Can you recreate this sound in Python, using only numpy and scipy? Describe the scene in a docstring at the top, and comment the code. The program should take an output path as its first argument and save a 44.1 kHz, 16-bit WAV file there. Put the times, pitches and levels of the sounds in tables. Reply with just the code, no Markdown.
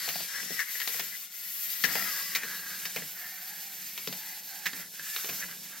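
"""On a table in a small dry room, a wind-up car runs to and fro, tips over and lands on its wheels
again; a second clockwork toy passes once with a sinking whine. Gear teeth tick hundreds of times a
second and blend into a whirr; a bright hiss above 11 kHz rises and falls with it. The loose plastic
shell buzzes, landings crack and clack, and the table top rumbles and thuds under the wheels.
A close stereo microphone hears it all."""
import sys
import numpy as np
from scipy import signal
from scipy.fft import rfft, irfft, next_fast_len
from scipy.io import wavfile
from scipy.ndimage import uniform_filter1d, map_coordinates

SR = 44100
rng = np.random.default_rng(int(sys.argv[2]) if len(sys.argv) > 2 else 0)


def inscribe(sig):
    """Save sig as 16-bit PCM at rate SR to the path in sys.argv[1].

    A 1-D sig is mono; a 2-D sig holds one channel per row.
    Samples are clipped to [-1, 1] before scaling.
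    """
    pcm = np.round(np.clip(np.atleast_2d(sig).T, -1, 1) * 32767)
    wavfile.write(sys.argv[1], SR, pcm.astype(np.int16))


N = 255780
TIME = np.arange(N) / SR
# Wheels and shell hit the table; each level is relative to others in its column: t/s, crack/dB,
# crack centre/Hz, shell/dB, shell pitch/Hz, body clack/dB, table thud/dB, chassis tock/dB
KNOCKS = [(0.0779, -28, 2590, -46, 1830, -46.5, -49, -36),
          (0.0887, -17.5, 2790, -41, 1820, -49, -56, -37.5), (.157, -29, 2800, -56, 1790, -65, -46, -33),
          (.205, -25.5, 3000, -47, 1780, -48.5, -54, -44), (.4296, -32, 3000, -44, 1680, -54, -51, -58),
          (.504, -46, 3000, -54, 1700, -41.5, -44, -58), (.518, -52, 3000, -54, 1710, -48, -54, -68),
          (0.5923, -24, 6200, -25.5, 1880, -76, -76, -70), (.6028, -22, 5600, -44, 1830, -76, -82, -70),
          (.6159, -39, 6000, -31.5, 1756, -72, -80, -68), (0.6284, -37, 3000, -36, 1980, -77, -80, -70),
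          (.752, -41, 3000, -37, 1900, -61, -76, -54), (0.8015, -22, 3340, -36, 1890, -67, -74, -55),
          (.816, -23, 2700, -33.5, 1740, -56, -76, -51), (.8745, -17.5, 3900, -47, 1800, -45.5, -57, -45),
          (.9437, -44, 3000, -48, 1950, -47.5, -54, -51), (0.9954, -19, 2800, -38, 1890, -45.5, -48, -41.5),
          (1.8381, -16, 4300, -22, 1760, -49, -37.5, -48), (1.843, -14.5, 2600, -26, 1710, -43, -42.5, -44),
          (1.851, -17.5, 5500, -28, 1720, -54, -49, -52), (1.954, -21.5, 2697, -38, 1690, -39, -46, -28),
          (2.017, -41, 3000, -45, 1660, -62, -56, -41.5), (2.35, -13.5, 4230, -26, 2000, -46, -56, -43),
          (2.3578, -16, 2400, -28, 2050, -57, -52, -44), (2.368, -25, 2800, -35, 1940, -58, -64, -55),
          (2.4333, -24, 2400, -35.5, 1690, -45, -46.5, -64),
          (2.854, -18.5, 4700, -51, 1784, -54, -55, -44.5), (2.961, -18.5, 2500, -42, 2020, -38, -44, -37),
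          (2.968, -30, 2500, -34, 2180, -46, -52, -39), (3.0199, -31, 2600, -41, 1690, -48, -45, -48),
          (3.977, -22.5, 3720, -54, 2120, -54, -56, -53), (4.074, -19.5, 4500, -53, 2230, -36.5, -38, -43),
          (4.126, -22, 3870, -51, 2170, -54, -49.5, -38.5), (4.657, -24, 4000, -29.5, 1920, -67, -54, -60),
          (4.661, -19, 2900, -28.5, 1710, -55, -50, -50), (4.6664, -17.5, 2900, -28.5, 1875, -58, -67, -56),
          (4.7319, -28, 4000, -38, 1811, -56, -49, -67), (4.796, -40, 3000, -52, 1780, -53, -54, -69),
          (4.9944, -28.5, 3500, -36.5, 1700, -55, -54, -69),
          (5.1626, -17.5, 3490, -51, 2233, -50, -62, -54), (5.245, -23.5, 2900, -49, 1520, -42.5, -72, -46),
          (5.2902, -23, 2400, -50, 1780, -42.5, -44.5, -48), (5.297, -25.5, 2400, -54, 1669, -47, -46, -48),
          (5.424, -30, 2700, -35, 1800, -70, -73, -68), (5.512, -32.5, 2700, -42, 1700, -73, -70, -70),
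          (5.588, -55, 3000, -61, 1700, -65, -52.5, -66)]


def clockwork(hiss_db, whirr_db, hush_db, speed):
    """Three gear stages tick and rub into a whirr under a throbbing load; a bright hiss goes with it."""
    tooth_rates = (309.3, 843, 1449)  # each stage at average speed: f/Hz
    # tone colours of the whirr and of the hiss above 11 kHz: f/Hz, level/dB
    whirr_colour = [(30, -73), (600, -11.5), (1100, -7.5), (1600, -0.5), (2350, 5), (3300, 4), (4500, 6),
                    (5600, 5.5), (7000, 3.5), (7700, 3.5), (8400, 1), (11000, 1.5), (13000, -9.5),
                    (16000, -43)]
    hiss_colour = [(8000, -53.5), (11000, -5), (11400, 7.5), (12200, 7), (13000, 9.5), (14200, 5.5),
                   (15000, 3), (16000, 5)]
    # the gearbox rasps under load, and the hiss takes on a pitch: t/s, length/s, relative level/dB, f/Hz
    rasps = [(0, 0.2, -2, 4500), (.32, 0.21, -6, 5440), (1.4, 0.49, -12.5, 4350), (1.92, .36, -4.5, 5060),
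             (2.48, 0.26, -7.5, 4320), (3.2, 0.71, -13, 4500), (4.15, 0.65, -8.5, 4500),
             (5.05, 0.059, -8.5, 7400), (5.25, 0.19, -10.5, 6100)]
    hiss_rings = [(.7, 0.14, -8.5, 11700), (1.42, 0.23, -12.5, 11300), (1.66, 0.59, -23, 13200),
                  (2.5, 0.99, -15, 12300), (3.7, 1, -11.5, 12300), (5.12, 0.48, -10, 12600)]
    load = from_db(drift(17))
    teeth = rms_one(sum(ticks(hz * speed, jitter=.1, uneven_db=4.5) * rng.choice([-1, 1], N)
                        for hz in tooth_rates))
    gears = rms_one(load * (teeth + from_db(7.5) * rng.standard_normal(N)))  # the noise is the rubbing
    grainy_noise = rms_one(load * (teeth + from_db(5) * rng.standard_normal(N)))
    rasp_gain, rasp_hz = bouts(rasps, ramp_s=.079)
    rasp = rasp_gain * moving_resonance(load * rng.standard_normal(N), rasp_hz, width_hz=880)
    whirr = from_db(whirr_db) * (through(gears, response(whirr_colour)) + rasp)
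    body = signal.sosfiltfilt(signal.butter(3, 2800, fs=SR, output="sos"), whirr)
    whirr = whirr - body * (1 - from_db(-hush_db))  # the hush acts only on the lower pitches
    ring_gain, ring_hz = bouts(hiss_rings, ramp_s=.079)
    ring = ring_gain * moving_resonance(load * rng.standard_normal(N), ring_hz, width_hz=500)
    hiss = from_db(hiss_db) * (through(grainy_noise, response(hiss_colour)) + ring)
    return whirr, hiss


def shell_buzz(speed, whirr_db, hush_db):
    """The loose shell chatters on the chassis: when free it rings at two pitches, when damped it rasps."""
    # spells of rattling: t/s, length/s, level/dB, lower pitch/Hz, upper over lower/dB, free share/0-1
    rattles = [(0, 0.17, -44.5, 1680, -3, .4), (.295, 0.023, -45.5, 1670, -7, .7),
               (.345, 0.061, -40, 1683, -0.5, 0.78), (.48, .12, -44, 1685, 6, 0.83),
               (.6, 0.023, -40.5, 1690, -2, 0.9), (.675, 0.034, -42.5, 1700, 7, 0.87),
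               (.76, 0.08, -44.5, 1720, 4, 0.67), (.87, .21, -47.5, 1730, 10, 0.15),
               (1.13, .021, -43, 1720, 4, 0.94), (1.38, 0.48, -59.5, 1692, 9, 0.95),
               (1.86, 0.56, -38.5, 1694, 2, 0.37), (2.45, 0.45, -43, 1653, -7.5, 0.7),
               (2.96, 0.085, -52, 1700, 0, .3), (3.17, .67, -48.5, 1780, -5.5, 0.56),
               (3.97, 0.094, -51.5, 1900, 10, 0.6), (4.19, 0.16, -52.5, 1710, 2, .8),
               (4.5, 0.19, -55.5, 1710, 2, 0.4), (4.68, 0.2, -44, 1710, -6, .4),
               (4.998, .18, -46.5, 1683, -14, 0.87), (5.19, 0.21, -49, 1570, -8, 0.36),
               (5.424, 0.015, -41, 1720, -10, 0.7), (5.495, .03, -48, 1670, -14, .6),
               (5.72, 0.054, -52, 1730, -9, 0.2)]
    gain, hz, upper_db, free_share = bouts(rattles, ramp_s=.025, fade_db_per_s=18)
    hz = hz * np.exp(.012 * drift(7.6))
    upper_ratio = 1.154
    upper_share = 1 / (1 + from_db(-upper_db) ** 2)
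    taps = ticks(420 * speed, jitter=.5, uneven_db=4)
    lower = moving_resonance(taps, hz, width_hz=160)
    upper = moving_resonance(taps, upper_ratio * hz, width_hz=190)
    free = np.sqrt(1 - upper_share) * lower + np.sqrt(upper_share) * upper
    damped_taps = ticks(380 * speed, jitter=.6, uneven_db=2.5)
    damped = moving_resonance(damped_taps, hz * upper_ratio ** upper_share, width_hz=776)
    buzz = np.sqrt(free_share) * free + np.sqrt(1 - free_share) * damped
    swing = np.sqrt(np.abs(uniform_filter1d(buzz ** 2, size=900)) + 1e-6)
    buzz = buzz / swing ** .58  # the shell has only so much room to swing
    buzz = rms_one(buzz * from_db(1.86 * drift(11)))
    idle_gain = from_db(whirr_db - 11.5)  # a little buzz goes on between spells
    return np.hypot(gain, idle_gain) * from_db(-hush_db) * buzz


def knocks():
    """Plastic cracks, the shell rings, the chassis tocks; the hollow body clacks and the table thuds."""
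    # tone colours of the body, the table and the chassis: f/Hz, level/dB
    clack_colour = [(30, -43), (190, -18), (300, -15.5), (430, 2), (560, -7.5), (750, -12.5), (1000, -24.5),
                    (1400, -15), (4000, -43)]
    thud_colour = [(30, -42), (80, -23), (115, -14), (150, 10.5), (178, 9.5), (210, 3.5), (300, 0.5),
                   (420, -11), (1500, -43)]
    tock_colour = [(30, -55), (400, -24), (620, -1), (710, 2.5), (810, -1.5), (1000, -12.5), (2000, -23)]
    _, crack_db, crack_hz, shell_db, shell_hz, clack_db, thud_db, tock_db = np.transpose(KNOCKS)
    count = len(KNOCKS)
    crack = blows(crack_db + 15, map(crack_ring, crack_hz), tail_s=.1, tail_db=7.5, chatter_db=7)
    shell = blows(shell_db + 23, map(shell_ring, shell_hz), tail_s=.08, tail_db=-7, chatter_db=-6)
    clack = blows(clack_db + 24, [response(clack_colour)] * count, tail_s=.18, tail_db=-2, chatter_db=1)
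    thud = blows(thud_db + 23.5, [response(thud_colour)] * count,
                 tail_s=.17, tail_db=7.5, chatter_db=-1.5)
    tock = blows(tock_db + 20.5, [response(tock_colour)] * count,
                 tail_s=.23, tail_db=6.5, chatter_db=11)
    return crack + shell + tock, clack + thud


def blows(levels_db, rings, tail_s, tail_db, chatter_db, chatter_s=.019):
    """Each knock is a hard hit, a chatter of tiny rebounds and a longer tail; all set one part ringing."""
    out, t = np.zeros(N + SR), TIME[:SR // 4]
    for (start, *_), db, ring in zip(KNOCKS, levels_db, rings):
        chatter, tail = rng.standard_normal((2, len(t))) * from_db(-60 * t / [[chatter_s], [tail_s]])
        chatter *= from_db(6 * np.clip(rng.standard_normal(len(t)), -2, 2))  # uneven rebounds
        burst = from_db(chatter_db) * chatter / np.linalg.norm(chatter)
        burst += from_db(tail_db) * tail / np.linalg.norm(tail)
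        burst[0] = .4  # the first hard hit
        hit = signal.fftconvolve(burst, ring)
        at = round(start * SR)
        out[at:at + len(hit)] += from_db(db) * hit / np.linalg.norm(hit)
    return out[:N]


def crack_ring(centre_hz, peak_db=5.5, peak_octaves=.3):
    """The plastic's answer to a hard tap, with a broad peak that depends on the spot struck."""
    crack_colour = [(30, -68), (400, -46), (1000, 0), (1800, 4), (2600, 5), (3300, 1), (4600, 1),
                    (6000, -1), (8000, -8), (11000, -13), (12000, -1.5), (16000, 2.5)]  # tone colour of the crack: f/Hz, level/dB
    hz, db = np.transpose(crack_colour)
    grid = np.geomspace(hz[0], hz[-1], 120)
    peak = peak_db * np.exp(-.5 * (np.log2(grid / centre_hz) / peak_octaves) ** 2)
    colour_db = np.interp(np.log(grid), np.log(hz), db) + peak
    return response(np.transpose([grid, colour_db]))


def shell_ring(pitch_hz):
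    """The shell's answer to one tap: three tones that swell and die quickly."""
    shell_tones = [(1, 275, 5.5), (.965, 67, -5), (1.14, 100, -0.5)]  # the shell's resonances: multiple of the pitch, width/Hz, level/dB
    t = TIME[:2048]
    ring = 0
    for ratio, width_hz, db in shell_tones:
        swell = t * np.exp(-np.pi * width_hz * t)
        ring += from_db(db) * rms_one(swell * np.sin(2 * np.pi * ratio * pitch_hz * t))
    return ring


def car_whine():
    """A pair of gears sings with a wavering tone while the car runs freely."""
    whines = [(3.15, 0.25, -65.5, 750), (3.5, .22, -64, 798), (4.22, 0.11, -61, 836),
              (4.54, 0.081, -60.5, 800)]  # spells of singing: t/s, length/s, level/dB, f/Hz
    partials = [(1, 2.5), (2, 2.5), (3, -2.5)]  # parts of the tone: multiple of the tooth rate, level/dB
    gain, hz = bouts(whines, ramp_s=.13)
    flutter = from_db(1.3 * drift(21.03))
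    wavering_hz = hz * np.exp(.013 * drift(6.2))
    return gain * flutter * gear_tone(wavering_hz, partials, width_hz=135)


def second_toy_whine():
    """The second toy's gear tone sinks and fades as its spring runs down."""
    crossing = [(1.86, -65, 720), (1.97, -44, 687), (2.04, -47, 659), (2.1, -48, 632), (2.14, -51, 565),
                (2.2, -49.5, 552), (2.28, -56, 567), (2.38, -63, 548), (2.5, -110, 540)]  # its tone as it passes: t/s, level/dB, f/Hz
    partials = [(1, -15), (2, -2), (3, -5), (4, -7.5), (5, -6)]  # parts of the tone: multiple of the tooth rate, level/dB
    db, hz = in_time(crossing)
    return from_db(db) * gear_tone(hz, partials, width_hz=51)


def gear_tone(hz, partials, width_hz):
    """Turning gears sing; slack between the teeth blurs each pitch, the higher ones more."""
    slack = rng.standard_normal(N)
    return sum(from_db(db) * moving_resonance(slack, k * hz, width_hz * np.sqrt(k)) for k, db in partials)


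def rolling(speed, rocking_db=-14, fade_db_per_s=96):
    """The tyre treads patter on the table top, harder while the car rocks after a knock."""
    rumble = [(0, -64), (.12, -64), (.22, -54), (.3, -69), (.45, -58), (.7, -75), (1.1, -66.5),
              (1.3, -72.5), (1.78, -64.5), (1.88, -56), (2.03, -53.5), (2.15, -64), (2.6, -58.5),
              (3.3, -67), (4.0, -62.5), (4.12, -70), (4.22, -64.5), (4.5, -64.5), (4.78, -59.5),
              (5.15, -69.5), (5.35, -56.5), (5.8, -64)]  # the wheels on the table: t/s, level/dB
    table_colour = [(30, -35), (55, -14), (78, 0.5), (112, -10.5), (148, 4), (178, 13.5), (215, 6),
                    (300, 0), (450, -1), (600, -2.5), (720, -1), (1000, -4.5), (1500, -37), (4000, -38)]  # tone colour of the table top: f/Hz, level/dB
    rumble_db, = in_time(rumble)
    power = from_db(rumble_db) ** 2
    for start, *_, thud_db, _ in KNOCKS:
        rocking = from_db(thud_db + rocking_db - fade_db_per_s * np.abs(TIME - start))
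        power += (TIME > start) * rocking ** 2
    treads = ticks(260 * speed, jitter=.56, uneven_db=3) * rng.choice([-1, 1], N)
    return np.sqrt(power) * rms_one(through(treads, response(table_colour)))


def near_echoes(x, wander_s, count=10):
    """Echoes from the table and the backdrop; their paths shift as the car moves."""
    out = 0
    for k, delay_s in enumerate(rng.uniform(.002, .012, count)):
        path_s = delay_s + wander_s * drift(.684)
        out += (-1) ** k * map_coordinates(x, [(TIME - path_s) * SR], order=3)
    return out / np.sqrt(count)


def in_room(x, decay_s=.09, delay_s=.0039):
    """The small room adds dense echoes that die away fast."""
    t = TIME[:SR // 2]
    echoes = rng.standard_normal(len(t)) * from_db(-60 * t / decay_s) * (t > delay_s)
    return x + from_db(-11.5) * through(x, echoes)


def stereo_spread(x, pan_db):
    """Wide from 5 to 11 kHz, nearly centred above; an off-centre sound leans one way and gains echoes."""
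    # how much left and right differ at each pitch: f/Hz, level/dB
    stereo_width = [(40, 5), (150, -21), (1500, -19.5), (4400, -20.5), (5200, -3), (6100, 1), (8000, 0.5),
                    (11100, 3), (11500, -28), (16000, -37)]  # wherever the sound is
    leaning = [(150, 0.5), (700, -3), (1500, 2.5), (2300, 1), (3200, -4.5), (5000, -1.5), (8000, 5),
               (11500, -5), (16000, -15)]  # how strongly a pitch follows the sound's place
    scattering = [(300, -24), (1500, -17), (3000, -2), (5000, -10.5), (12000, -5.5), (16000, -15)]  # echoes of an off-centre sound
    echoes = near_echoes(x, wander_s=.0008)
    shifted = -.45 * np.imag(signal.hilbert(x)) + .9 * echoes
    left, right = from_db(pan_db / 2), from_db(-pan_db / 2)
    mid = x * (left + right) / 2
    off_centre = weighted(x, leaning) + weighted(echoes, scattering)
    side = weighted(shifted, stereo_width) + (left - right) / 2 * off_centre
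    return np.array([mid + side, mid - side])


def room_tone(pan_db=5):
    """The room's faint, low background noise, a little louder on the left."""
    room_colour = [(25, -9), (80, 7), (160, 15), (500, -42), (3000, -18), (16000, -29)]  # its tone colour: f/Hz, level/dB
    sides = [from_db(side * pan_db / 2) * through(rng.standard_normal(N), response(room_colour))
             for side in (1, -1)]
    return from_db(-83.5) * np.array(sides)


def from_db(db):
    """Turn decibels into a gain."""
    return 10 ** (np.asarray(db) / 20)


def rms_one(x):
    """Scale a sound to an average (rms) level of 1."""
    return x / np.sqrt(np.mean(x ** 2) + 1e-20)


def in_time(rows):
    """Join timed rows into one curve per column, sample by sample."""
    times, *columns = np.transpose(rows)
    return [np.interp(TIME, times, column) for column in columns]


def drift(rate_hz, step=40):
    """A smooth random wobble of size about 1 that changes about rate_hz times a second."""
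    r = np.exp(-2 * step * np.pi * rate_hz / SR)
    slow = signal.lfilter([1], [1, -2 * r, r * r], rng.standard_normal(N // step + 2002))[2000:]
    return np.interp(np.arange(N) / step, np.arange(len(slow)), rms_one(slow))


def ticks(rate_hz, jitter, uneven_db):
    """A run of clicks, unsteady in time and in strength."""
    count = np.cumsum(rate_hz * np.exp(jitter * drift(120))) / SR
    strength = from_db(uneven_db * np.clip(rng.standard_normal(N), -2, 2))
    return rms_one(np.diff(np.floor(count), prepend=0) * strength)


def gate(start, length, ramp_s):
    """Rises to 1 by the start, holds, and falls again."""
    return np.clip(1 + np.minimum(TIME - start, start + length - TIME) / ramp_s, 0, 1)


def bouts(rows, ramp_s, fade_db_per_s=0):
    """Curves of gain, pitch and any further controls for a sound that comes in spells."""
    gain = sum(gate(start, length, ramp_s) * from_db(db - fade_db_per_s * np.maximum(TIME - start, 0))
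               for start, length, db, *_ in rows)
    edges = [(t, *controls) for start, length, _, *controls in rows for t in (start, start + length)]
    return [gain] + in_time(sorted(edges))


def moving_resonance(x, hz, width_hz):
    """Make x ring at a gliding pitch; a smaller width gives a purer tone."""
    carrier = np.exp(2j * np.pi * np.cumsum(hz) / SR)
    r = np.exp(-np.pi * width_hz / SR)
    return rms_one(np.real(carrier * signal.lfilter([1], [1, -2 * r, r * r], x / carrier)))


def response(colour, size=4096):
    """How a thing with this tone colour rings after one click (minimum phase)."""
    hz, db = np.transpose(colour)
    grid = np.maximum(np.arange(size // 2 + 1) * SR / size, 1)
    cepstrum = irfft(np.log(from_db(np.interp(np.log(grid), np.log(hz), db))))
    cepstrum[1:size // 2] *= 2
    cepstrum[size // 2 + 1:] = 0  # nothing sounds before the click
    return irfft(np.exp(rfft(cepstrum)))


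def through(x, ring):
    """Play x through a ring scaled to an energy of 1."""
    return signal.fftconvolve(x, ring / np.linalg.norm(ring))[:N]


def weighted(x, colour):
    """Give each pitch in x its own gain, with no delay."""
    hz, db = np.transpose(colour)
    size = next_fast_len(N + SR // 4)
    grid = np.maximum(np.fft.rfftfreq(size, 1 / SR), 1)
    return irfft(rfft(x, size) * from_db(np.interp(np.log(grid), np.log(hz), db)), size)[:N]


def scene():
    """The toys, the table and the room, in stereo."""
    spring_drive = [(0, -37, -40.5), (.2, -37, -40.5), (.3, -42.5, -42), (.5, -40, -42), (.7, -37.5, -42.5),
                    (.97, -35.5, -40.5), (1.12, -41.5, -46.5), (1.36, -41.5, -48), (1.5, -36.5, -46.5),
                    (1.8, -36, -43), (1.9, -34.5, -40.5), (2.05, -33.5, -40), (2.3, -37, -41),
                    (2.55, -40.5, -45), (3.0, -41, -42.5), (3.16, -41, -48), (3.9, -42, -46.5),
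                    (4.3, -41, -45.5), (4.45, -43, -49), (4.62, -44, -45.5), (4.79, -40, -45),
                    (4.97, -46, -47.5), (5.07, -39, -42.5), (5.2, -36.5, -40.5), (5.38, -39, -43.5),
                    (5.5, -45, -46.5), (5.8, -45.5, -48)]  # how loudly the clockwork runs: t/s, hiss/dB, whirr/dB
    stalls = [(0.639, .02, 6, -0.5), (1.28, .03, 9.5, 2), (2.399, .02, 5, -5.5), (4.387, .03, 3, -1.5),
              (4.71, .02, 6, 5), (4.859, .04, 4.5, 12), (4.892, .026, 0, 4), (5.567, .05, 2, 3.5)]  # the wheels catch: t/s, length/s, hiss drop/dB, hush of the car's body/dB
    toy_place = [(0, 3.5), (.4, 6), (.75, 8), (1.15, 7), (1.5, 8), (1.82, 10.5), (2.0, 6.5), (2.4, 1.5),
                 (2.9, 0.5), (3.3, -1), (3.8, -1), (4.08, 2), (4.5, -1), (4.67, -4.5), (4.85, -0.3),
                 (5.3, 0.3), (5.8, -2.5)]  # where the toys are: t/s, left over right/dB
    stall_db, hush_db = sum(np.outer(drops, gate(start, length, ramp_s=.035))
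                            for start, length, *drops in stalls)
    hiss_db, whirr_db = in_time(spring_drive)
    hiss_db -= stall_db
    whirr_db -= .58 * stall_db
    pan_db, = in_time(toy_place)
    speed = from_db(.15 * (hiss_db - hiss_db.mean()))  # faster gears are louder
    whirr, hiss = clockwork(hiss_db, whirr_db, hush_db, speed)
    motor = whirr + shell_buzz(speed, whirr_db, hush_db)
    motor = .93 * motor + .37 * near_echoes(motor, wander_s=.000417)
    plastic, thuds = knocks()
    toys = motor + car_whine() + second_toy_whine() + plastic
    table = rolling(speed) + thuds
    toys, table = in_room(toys), in_room(table)
    return room_tone() + stereo_spread(toys + hiss, pan_db) + stereo_spread(table, pan_db=5.5)


def record(dry, cutoff_hz=15900):
    """Cut off the highest treble steeply."""
    return signal.sosfilt(signal.ellip(12, .1, 80, cutoff_hz, fs=SR, output="sos"), dry)


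dry = scene()
out = record(dry)
inscribe(out)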